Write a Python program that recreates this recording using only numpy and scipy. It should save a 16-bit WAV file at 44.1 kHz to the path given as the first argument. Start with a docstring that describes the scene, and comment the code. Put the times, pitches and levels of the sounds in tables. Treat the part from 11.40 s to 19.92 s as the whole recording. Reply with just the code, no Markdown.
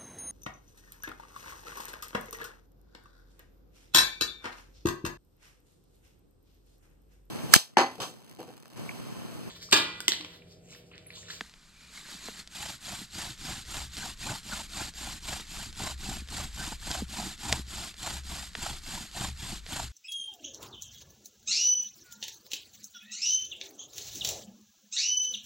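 """On a forest floor, close to the microphone, a bow drill is worked: a slow draw, then fast strokes over it.
Tiny noisy slips make the spindle grind in the hearth board, fade at each turn and bite on the pull.
Filtered cracks and falling sines are the cord's ticks and twangs; two wavering modes are the humming stick.
Short tones squeak, the moving arm stirs low air noise, and a faint rustle lies behind it all."""
import sys
import numpy as np
from scipy import signal
from scipy.fft import rfft, irfft
from scipy.io import wavfile
from scipy.ndimage import uniform_filter1d, map_coordinates

SR = 44100
rng = np.random.default_rng(int(sys.argv[2]) if len(sys.argv) > 2 else 0)


def digitize_waveform(pressure):
    """Quantize a signal to 16-bit integers and store it at the path in sys.argv[1].

    Rows of a 2-D input are taken as channels; values are limited to [-1, 1].
    """
    field = np.atleast_2d(pressure).T
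    bounded = np.clip(field, -1, 1)
    quanta = np.round(bounded * 32767).astype(np.int16)
    wavfile.write(sys.argv[1], SR, quanta)


N = 375732
T = np.arange(N) / SR
TOP_HZ = 15500  # upper limit of the fibre chirps and of the whole sound


def undb(db):
    """Decibels to gain."""
    return 10 ** (np.asarray(db) / 20)


def curve(rows):
    """Rows of (time [s], value) joined by straight lines; the end values hold."""
    return np.interp(T, *np.transpose(rows))


def over_hz(rows, hz):
    """Rows of (frequency [Hz], value) joined on a log-frequency axis."""
    points, values = np.transpose(rows)
    return np.interp(np.log(hz + 1), np.log(points), values)


def colour(x, spectrum, size=8192):
    """Causal minimum-phase filter of unit energy with the given spectrum."""
    hz = np.arange(size // 2 + 1) * SR / size
    cepstrum = irfft(np.log(undb(over_hz(spectrum, hz))))
    # folding the cepstrum forward in time makes the filter causal
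    cepstrum[1:size // 2] *= 2
    cepstrum[size // 2 + 1:] = 0
    response = irfft(np.exp(rfft(cepstrum)))
    return signal.oaconvolve(x, response / np.linalg.norm(response))[:N]


def resonate(x, hz, q):
    """Let one resonance ring."""
    return signal.lfilter(*signal.iirpeak(hz, q, fs=SR), x)


def noise():
    """White noise of rms 1."""
    return rng.standard_normal(N)


def walk(rate):
    """Smooth chance of spread 1 that changes about rate times a second."""
    steps = rng.standard_normal(N // 8)
    smooth = map_coordinates(steps, [T * rate], order=3, mode="wrap")
    return smooth / smooth.std()


def add(out, start_s, sound):
    """Mix a sound into a track."""
    i = max(int(start_s * SR), 0)
    out[i:i + len(sound)] += sound[:max(N - i, 0)]


def slips(rate, spread_db):
    """Wood fibres catch and let go: dense tiny impulses of uneven size, rms 1."""
    sizes = undb(spread_db * np.minimum(rng.exponential(size=N), 6)) * rng.choice([-1, 1], N)
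    impulses = sizes * (rng.random(N) < rate / SR)
    return impulses / impulses.std()


def grains(rate, half_s, spread_db, size=1024):
    """Fibres that chirp for a few milliseconds, each at its own steady pitch; rms 1."""
    count = int(rate * N / SR)
    when, pitch, phase, strength = rng.random((count, 4)).T
    gains = undb(spread_db * np.minimum(-np.log1p(-strength), 4))
    t = (np.arange(size) - size // 2) / SR
    window = np.exp(-.5 * (t / half_s) ** 2)
    out = np.zeros(N)
    for s, hz, turn, gain in zip(when * N / SR, pitch * TOP_HZ, phase, gains):
        chirp = np.sin(2 * np.pi * (hz * t + turn), dtype=np.float32)
        add(out, s, gain * window * chirp)
    return out / out.std()


def friction():
    """Dry wood on wood: mostly bare clicks, with brief chirps among them."""
    clicks = slips(rate=9000, spread_db=2.7)
    return .85 * clicks + .53 * grains(rate=2200, half_s=.003, spread_db=2.5)


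# mid-stroke rub before the mix trim [dB], and its gain per dB of effort
RUB_DB, RUB_PER_EFFORT = -37.5, 0.36
# board over rub before the mix trim [dB], and its gain per dB of effort: it chatters far more under effort
BOARD_SHARE_DB, BOARD_PER_EFFORT = -6.5, 0.55
GROUND_PER_EFFORT = -0.093  # the ground follows effort less than the rub does
PULL_POINT, PUSH_POINT = 1.1, 0.76  # rub follows speed to this power: the pull peaks, the push is flatter
CORD_SLACK = .1  # share of the bow's top speed below which the cord only stretches
# strokes of the bow, pull and push in turn: (start [s], length [s], effort [dB])
BOW_STROKES = [(1.086, 0.31, -3), (1.393, 0.28, -5.5), (1.693, 0.27, -0.5), (1.967, 0.28, -2.5),
               (2.241, 0.26, 0), (2.51, 0.25, -3.0), (2.764, 0.26, 2.5), (3.022, 0.26, -1),
               (3.285, 0.24, 3.5), (3.528, 0.28, -3.5), (3.797, 0.26, 1), (4.059, 0.26, -5.5),
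               (4.342, 0.221, 5.5), (4.568, 0.26, -1.5), (4.865, 0.24, 2.5), (5.119, 0.26, 0.5),
               (5.39, 0.28, 4.5), (5.672, 0.3, 1.5), (5.968, 0.279, 4), (6.258, 0.28, -2),
               (6.557, 0.27, 4.0), (6.826, 0.28, -5.5), (7.123, 0.29, 0.5), (7.409, 0.28, -3),
               (7.704, 0.24, 3), (7.964, 0.25, -4), (8.25, 0.25, 3)]
# weight on the hearth board, as ground over rub before the mix trim: (time [s], level [dB])
BOARD_WEIGHT = [(1.2, -12.5), (1.9, -5.5), (3.0, -7.5), (4.1, -6.5), (4.7, -3), (5.3, -6), (5.8, -2.5),
                (6.3, -6.5), (7.3, -6.5), (8.05, -2.5), (8.45, -7)]


def bowing():
    """The bow's motion: rub gain, board and ground shares, which strokes pull, and the spindle's speed."""
    gain, speed, effort, pull = np.zeros((4, N))
    for k, (start, length, effort_db) in enumerate(BOW_STROKES):
        now = slice(int(start * SR), int((start + length) * SR))
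        pulling = k % 2 == 0
        # the spindle stands still at each end of a stroke and is fastest in the middle
        bow_speed = np.abs(np.sin(np.pi * (T[now] - start) / length))
        arc = np.maximum(bow_speed - CORD_SLACK, 0) / (1 - CORD_SLACK)
        point = PULL_POINT if pulling else PUSH_POINT
        gain[now] += undb(RUB_DB + RUB_PER_EFFORT * effort_db) * arc ** point
        speed[now] = np.maximum(speed[now], arc)
        effort[now], pull[now] = effort_db, pulling
    board_share = undb(BOARD_SHARE_DB + BOARD_PER_EFFORT * effort)
    ground_share = undb(curve(BOARD_WEIGHT) + GROUND_PER_EFFORT * effort)
    return gain, board_share, ground_share, pull, speed


# lesser bites come by chance on the pull: rate of change [Hz], strength, rarity [spreads]
BITE_HZ, BITE_STRENGTH, BITE_THRESHOLD = 55.5, 2.0, 0.86
# hardest bites of the spindle in its socket: (time [s], strength before the grip shapes it [dB])
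HARD_BITES = [(1.162, 4.5), (1.232, 3), (1.299, 3.5), (3.491, 6), (3.888, 6.5), (7.232, 3.5), (7.269, 2)]


def grip(pull, speed, turns_hz=29, flutter_db=0.97):
    """Contact force: the spindle is out of round, so it presses once a turn, and now and then bites."""
    # the cord brings the spindle up to speed early in each stroke
    turns = np.cumsum(turns_hz * np.sqrt(speed) * (1 + .1 * walk(9))) / SR
    bites = sum(db * np.exp(-.5 * np.minimum(np.abs(T - s) / .008, 10) ** 2) for s, db in HARD_BITES)
    bites = bites + BITE_STRENGTH * np.maximum(walk(BITE_HZ) - BITE_THRESHOLD, 0) * pull * speed
    # the pull presses harder, so it throbs more than the push
    wobble_db = np.where(pull, 2.4, 1.5) * np.sin(2 * np.pi * turns) * speed
    # around a bite the throb weakens, and the rub is softer just before and after it
    around = uniform_filter1d(bites, int(.05 * SR))
    bite_db = 1.3 * bites - around
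    return undb(wobble_db * np.exp(-np.abs(around)) + bite_db + flutter_db * walk(170))


# throb of the slow draw: rate [Hz], one moment of catching [s], full depth either way [dB]
DRAW_THROB_HZ, DRAW_CATCH_S, DRAW_THROB_DB = 6.6, 0.564, 3
# scrape of the slow draw, which runs on softly beneath the fast strokes,
# before throb and mix trim: (time [s], level [dB])
DRAW_LEVEL = [(0, -47.5), (.12, -59.5), (.33, -59.5), (.56, -47.5), (.74, -43.5), (1.0, -43), (1.04, -59.5),
              (1.2, -53)]


def slow_draw():
    """Gain of the slow draw's scrape: it throbs in slow surges and runs on softly beneath the fast strokes."""
    throb = np.cos(2 * np.pi * DRAW_THROB_HZ * (T - DRAW_CATCH_S))
    growth = np.minimum(T / DRAW_CATCH_S, 1) ** 2
    return undb(curve(DRAW_LEVEL) + DRAW_THROB_DB * throb * growth)


# softer scrape of the slow draw: (frequency [Hz], relative level per Hz [dB])
DRAW_SPECTRUM = [(90, -11), (170, 4.5), (300, -2.5), (520, -12), (900, -7), (1600, 0), (2900, -2.5),
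                 (4200, 3), (5800, -6), (7400, -0.5), (10000, -14.5), (11400, -10), (15000, -33)]
# rasp of the spindle in its socket: (frequency [Hz], relative level per Hz [dB])
RUB_SPECTRUM = [(300, -19.5), (600, -10), (1400, -2.5), (2100, -3.5), (3100, 0), (4700, 0), (5900, -6),
                (6700, -3.5), (7400, 0.5), (8000, -5.5), (8800, -3.5), (10000, -17), (11400, -10),
                (12800, -16.5), (15500, -41.5)]
# ring of the hearth board, also under the knocks: (frequency [Hz], relative level per Hz [dB])
BOARD_SPECTRUM = [(200, -11), (480, -20), (620, -6), (760, 0.5), (950, -2), (1200, -11.5), (1450, -9),
                  (2000, -16), (3400, -21), (4900, -39), (6200, -25), (7300, -6), (9500, -45), (15000, -54)]
# thrum of the ground below: (frequency [Hz], relative level per Hz [dB])
GROUND_SPECTRUM = [(30, -9), (78, 1.5), (100, -2), (123, 5), (160, -2), (210, 0), (260, -6.5), (320, -4),
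                   (430, -16), (600, -28), (2000, -49)]


def drill(draw_db=-3, rub_db=-3.7, board_db=-2.7, ground_db=-2.4, body_hz=1300, board_bite=1.58,
          thud_db=2.5, push_db=-2.5, thrum_db=-5.0, thrum_hz=215, thrum_q=3):
    """Slips scrape at the socket, ring the board when the spindle runs fast, and thrum in the ground."""
    gain, board_share, ground_share, pull, speed = bowing()
    force, scrape = grip(pull, speed), friction()
    draw = colour(scrape * slow_draw(), DRAW_SPECTRUM)
    rub = colour(scrape * gain * force, RUB_SPECTRUM)
    # a slow spindle only hisses: the body of the rasp comes with speed
    body = signal.lfilter(*signal.butter(1, body_hz, fs=SR), rub)
    rub = rub - (1 - speed) * body
    # the board needs both speed and pressure before it chatters
    chatter = gain * board_share * speed * force ** board_bite * undb(2.26 * walk(110))
    judder = .7 * slips(rate=4000, spread_db=2.2) + .7 * grains(rate=3000, half_s=.003, spread_db=2)
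    board = colour(judder * chatter, BOARD_SPECTRUM)
    # the board rocks unevenly on the soft soil
    load = gain * ground_share * force * undb(thud_db * walk(45))
    thuds = slips(rate=450, spread_db=2.0) * load
    # the push loads it more lightly, so it thrums higher than on the pull
    thrum = resonate(thuds * (1 - pull), thrum_hz, thrum_q)
    loaded = thuds * np.where(pull, 1, undb(push_db))
    ground = colour(loaded + undb(thrum_db) * thrum, GROUND_SPECTRUM)
    return undb(draw_db) * draw + undb(rub_db) * rub + undb(board_db) * board + undb(ground_db) * ground


# hard judders that knock the hearth board: (time [s], level [dB])
BOARD_KNOCKS = [(2.875, -42), (2.921, -36.5), (3.406, -40), (3.93, -35), (5.323, -36.5), (5.553, -37.5),
                (6.099, -35.5), (6.128, -30), (6.673, -36.5), (7.817, -39), (7.851, -35.5), (8.363, -39),
                (8.399, -33.5)]


def board_knocks(half_s=0.0041, lean=0.37, size=2048):
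    """A short cluster of hard slips rings the hearth board with a hollow rasp."""
    out, t = np.zeros(N), (np.arange(size) - size // 2) / SR
    # the knock rises faster than it dies
    width = half_s * (1 + .5 * lean * np.sign(t))
    window = np.exp(-.5 * (t / width) ** 2)
    ring = colour(slips(rate=2500, spread_db=2.2), BOARD_SPECTRUM)
    for s, db in BOARD_KNOCKS:
        i = int(s * SR)
        knock = ring[i:i + size] * window
        add(out, s + t[0], undb(db) * knock * np.linalg.norm(window) / np.linalg.norm(knock))
    return out


# spindle squeaks: (time [s], pitch before waver [Hz], level before roughness [dB], half length [s])
SPINDLE_SQUEAKS = [(0.43, 2400, -60, 0.077), (0.577, 2200, -46, .005), (2.625, 1560, -43, 0.013),
                   (2.895, 1496, -38.5, .005), (3.129, 1460, -35, 0.0086), (5.214, 1542, -39, 0.017)]


def squeaks(waver=0.053, rough_db=3, octave_db=-15):
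    """For a moment the slips lock to one resonance of the spindle: a hoarse, short tone."""
    out, drift = np.zeros(N), 1 + waver * walk(350)
    for s, hz, db, half_s in SPINDLE_SQUEAKS:
        near = np.abs(T - s) < .1
        phase = 2 * np.pi * np.cumsum(hz * drift[near]) / SR
        tone = np.sin(phase) + undb(octave_db) * np.sin(2 * phase)
        out[near] += undb(db) * np.exp(-.5 * ((T[near] - s) / half_s) ** 2) * tone
    return out * undb(rough_db * walk(200))


# dry ticks of the cord, with faint handling ticks early on:
# (time [s], peak level [dB], band centre [Hz], decay before whitening [s])
CORD_TICKS = [(.009, -18.5, 1770, 0.0016), (.096, -39, 3500, .001), (.138, -40, 2600, .003),
              (.884, -29.5, 1000, 0.0036), (1.0745, -33.5, 4400, 0.0017), (2.569, -23, 4060, .0006),
              (3.998, -29.5, 1900, 0.00067), (4.328, -34, 3900, 0.0012), (4.887, -33.5, 2430, 0.0018),
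              (5.514, -18, 4060, .002), (5.993, -34, 3480, .001), (6.1263, -7.5, 3200, 0.001),
              (6.542, -35, 2900, 0.0011), (7.152, -21, 2000, 0.0022), (8.264, -30, 2480, .002)]
# what the wood rings with under a tick: (frequency [Hz], mean level over the bare crack [dB])
WOOD_MODES = [(450, 14), (660, 6), (1750, -0.5), (3420, -4.5), (4800, -2.5)]


def ticks(spread=1.64, tail_db=-26, tail_s=0.0045, regrip_s=0.01, regrip_db=-38.5, regrip_hz=4000,
          scatter_db=2.5, mode_q=7, size=2048):
    """Dry ticks of the cord, and faint handling ticks: each a short crack with a faint wooden tail."""
    out, t = np.zeros(N), np.arange(size) / SR
    # from the fourth stroke on, the cord takes hold again with a small tick just after each turn
    regrips = [(row[0] + regrip_s, regrip_db, regrip_hz, tail_s / 4) for row in BOW_STROKES[3:]]
    rows = list(CORD_TICKS) + regrips
    for (s, db, hz, decay_s), burst in zip(rows, rng.standard_normal((len(rows), size))):
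        # whitening: the crack holds all pitches alike until the wood colours it
        snap = rfft(burst * (np.exp(-t / decay_s) + undb(tail_db) * np.exp(-t / tail_s)))
        snap = irfft(snap / np.abs(snap)) * np.exp(-t / (2 * tail_s))
        band = signal.butter(1, [hz / spread, hz * spread], "band", fs=SR, output="sos")
        dull = signal.butter(3, min(hz * 2.7, 9000), fs=SR, output="sos")
        crack = signal.sosfilt(dull, signal.sosfilt(band, snap))
        # each tick lands on another spot, so the modes answer in other proportions
        wood = sum(undb(mode_db + scatter_db * rng.standard_normal()) * resonate(crack, mode_hz, mode_q)
                   for mode_hz, mode_db in WOOD_MODES)
        crack = crack + wood
        add(out, s, undb(db) * crack / np.abs(crack).max())
    return out


# cord jerks tight: (time [s], peak level before roughness [dB])
CORD_TWANGS = [(.011, -41), (.745, -46), (.885, -38), (1.615, -38), (4.818, -41), (5.318, -36.5),
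               (5.621, -24.5), (6.124, -31), (7.185, -37.5)]


def twangs(first_hz=290, last_hz=145, fall_s=0.0096, rise_s=0.0024, decay_s=0.0075, size=4096):
    """A jerk runs along the bow as a rough knock; high bending waves arrive first, so the pitch drops."""
    out, t = np.zeros(N), np.arange(size) / SR
    hz = last_hz + (first_hz - last_hz) * np.exp(-t / fall_s)
    shape = (1 - np.exp(-t / rise_s)) * np.exp(-t / decay_s)
    twang = np.sin(2 * np.pi * np.cumsum(hz) / SR) * shape
    for s, db in CORD_TWANGS:
        add(out, s, undb(db) * twang / np.abs(twang).max())
    return out * (.9 + .25 * walk(400))


# low hums of the stick that swell from the middle of some strokes:
# (start [s], peak of the swell [dB], decay [s])
STICK_HUMS = [(2.38, -41.5, .11), (4.48, -39.5, .13), (4.78, -39.5, 0.095), (4.97, -40.5, 0.19),
              (5.56, -36.5, .14), (6.08, -33.5, 0.19), (6.72, -38.5, 0.28), (7.28, -40.5, 0.051),
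              (7.87, -37, 0.066), (8.41, -41, .1)]


def bow_hum(hz=66.6, second_ratio=1.8, second_db=-14, rise_s=0.014, waver=0.024, size=32768):
    """The stick's two lowest bending modes swell and ring on; their pitch shifts with the grip."""
    power, t = np.zeros(N), np.arange(size) / SR
    for s, db, decay_s in STICK_HUMS:
        shape = (1 - np.exp(-t / rise_s)) ** 2 * np.exp(-t / decay_s) * (1 - t / t[-1])
        # overlapping hums add as power
        add(power, s, (undb(db) * shape / shape.max()) ** 2)
    phase = 2 * np.pi * np.cumsum(hz * (1 + waver * walk(6))) / SR
    second = undb(second_db) * walk(25) * np.sin(second_ratio * phase)
    return np.sqrt(power) * (np.sin(phase) + second)


# air stirred by the arm, before the strokes sway it: (time [s], level [dB])
ARM_LEVEL = [(0, -63), (1.3, -62), (2, -51.5), (3.4, -50), (5, -47), (6.4, -52.5), (8, -48)]


def arm_stir():
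    """Gain of the stirred air: from the first fast stroke on, the sleeve pushes most air in mid-stroke."""
    speed = bowing()[-1]
    sway_db = 4.3 * (speed - 0.6) + 2 * walk(9)
    return undb(curve(ARM_LEVEL) + sway_db * (T > BOW_STROKES[0][0]))


# low rumble of stirred air: (frequency [Hz], relative level per Hz [dB])
AIR_SPECTRUM = [(10, -15.5), (26, 4), (38, -5.5), (55, 0.5), (90, -12.5), (200, -39), (1000, -73)]


def arm_air(stir):
    """Turbulent air around the moving arm: low noise that follows the stir."""
    return colour(noise(), AIR_SPECTRUM) * stir


# rustle and outdoor murmur: (frequency [Hz], relative level per Hz [dB])
FOREST_SPECTRUM = [(20, -3.5), (100, -15.5), (180, -1), (350, -21), (800, -24.5), (1400, -15.5),
                   (2100, -19.5), (4400, -19.5), (9000, -28.5), (15000, -71)]


def forest(db=-61.2):
    """Faint rustle of clothes and leaves over a low outdoor murmur: gently uneven coloured noise."""
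    return undb(db) * colour(noise() * undb(0.5 * walk(9.5)), FOREST_SPECTRUM)


# lead of the left microphone port over the right: (frequency [Hz], phase [rad])
PORT_LEAD = [(400, -0.11), (1500, -0.39), (3100, -0.66), (5500, -0.32), (7000, -0.39), (9500, 0)]
# left port over the right: (frequency [Hz], level [dB])
PORT_TILT = [(70, 1.5), (500, -2), (2380, 0.3), (6000, -0.5), (15000, 3)]
# gain of the scatter from the forest floor: (frequency [Hz], level [dB])
FLOOR_SCATTER = [(50, -14), (150, -17), (800, -18), (2200, -13), (6200, -13), (8700, -17), (11500, -9),
                 (13000, -2)]


def ports(direct, scattered):
    """Two close ports hear direct sound slightly apart; scatter, opposite in the two, widens it."""
    hz = np.arange(N // 2 + 1) * SR / N
    # each port takes half of the phase and level difference
    lead = np.exp(.5j * over_hz(PORT_LEAD, hz))
    tilt = undb(over_hz(PORT_TILT, hz) / 2)
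    middle = rfft(direct) * np.array([lead * tilt, lead.conj() / tilt])
    side = rfft(scattered) * undb(over_hz(FLOOR_SCATTER, hz))
    return irfft(middle + np.array([side, -side]), N)


def scene():
    """The drill, its cord and bow, and the air around them."""
    stir = arm_stir()
    # what the forest floor scatters follows the same strokes, with its own fine grain
    direct, scattered = (drill() + arm_air(stir) + forest() for _ in range(2))
    direct = direct + board_knocks() + squeaks() + ticks() + twangs() + bow_hum()
    return ports(direct, scattered)


def record(dry):
    """A steep elliptic low-pass cuts the top."""
    return signal.sosfilt(signal.ellip(8, .2, 70, TOP_HZ, fs=SR, output="sos"), dry)


dry = scene()
out = record(dry)
digitize_waveform(out)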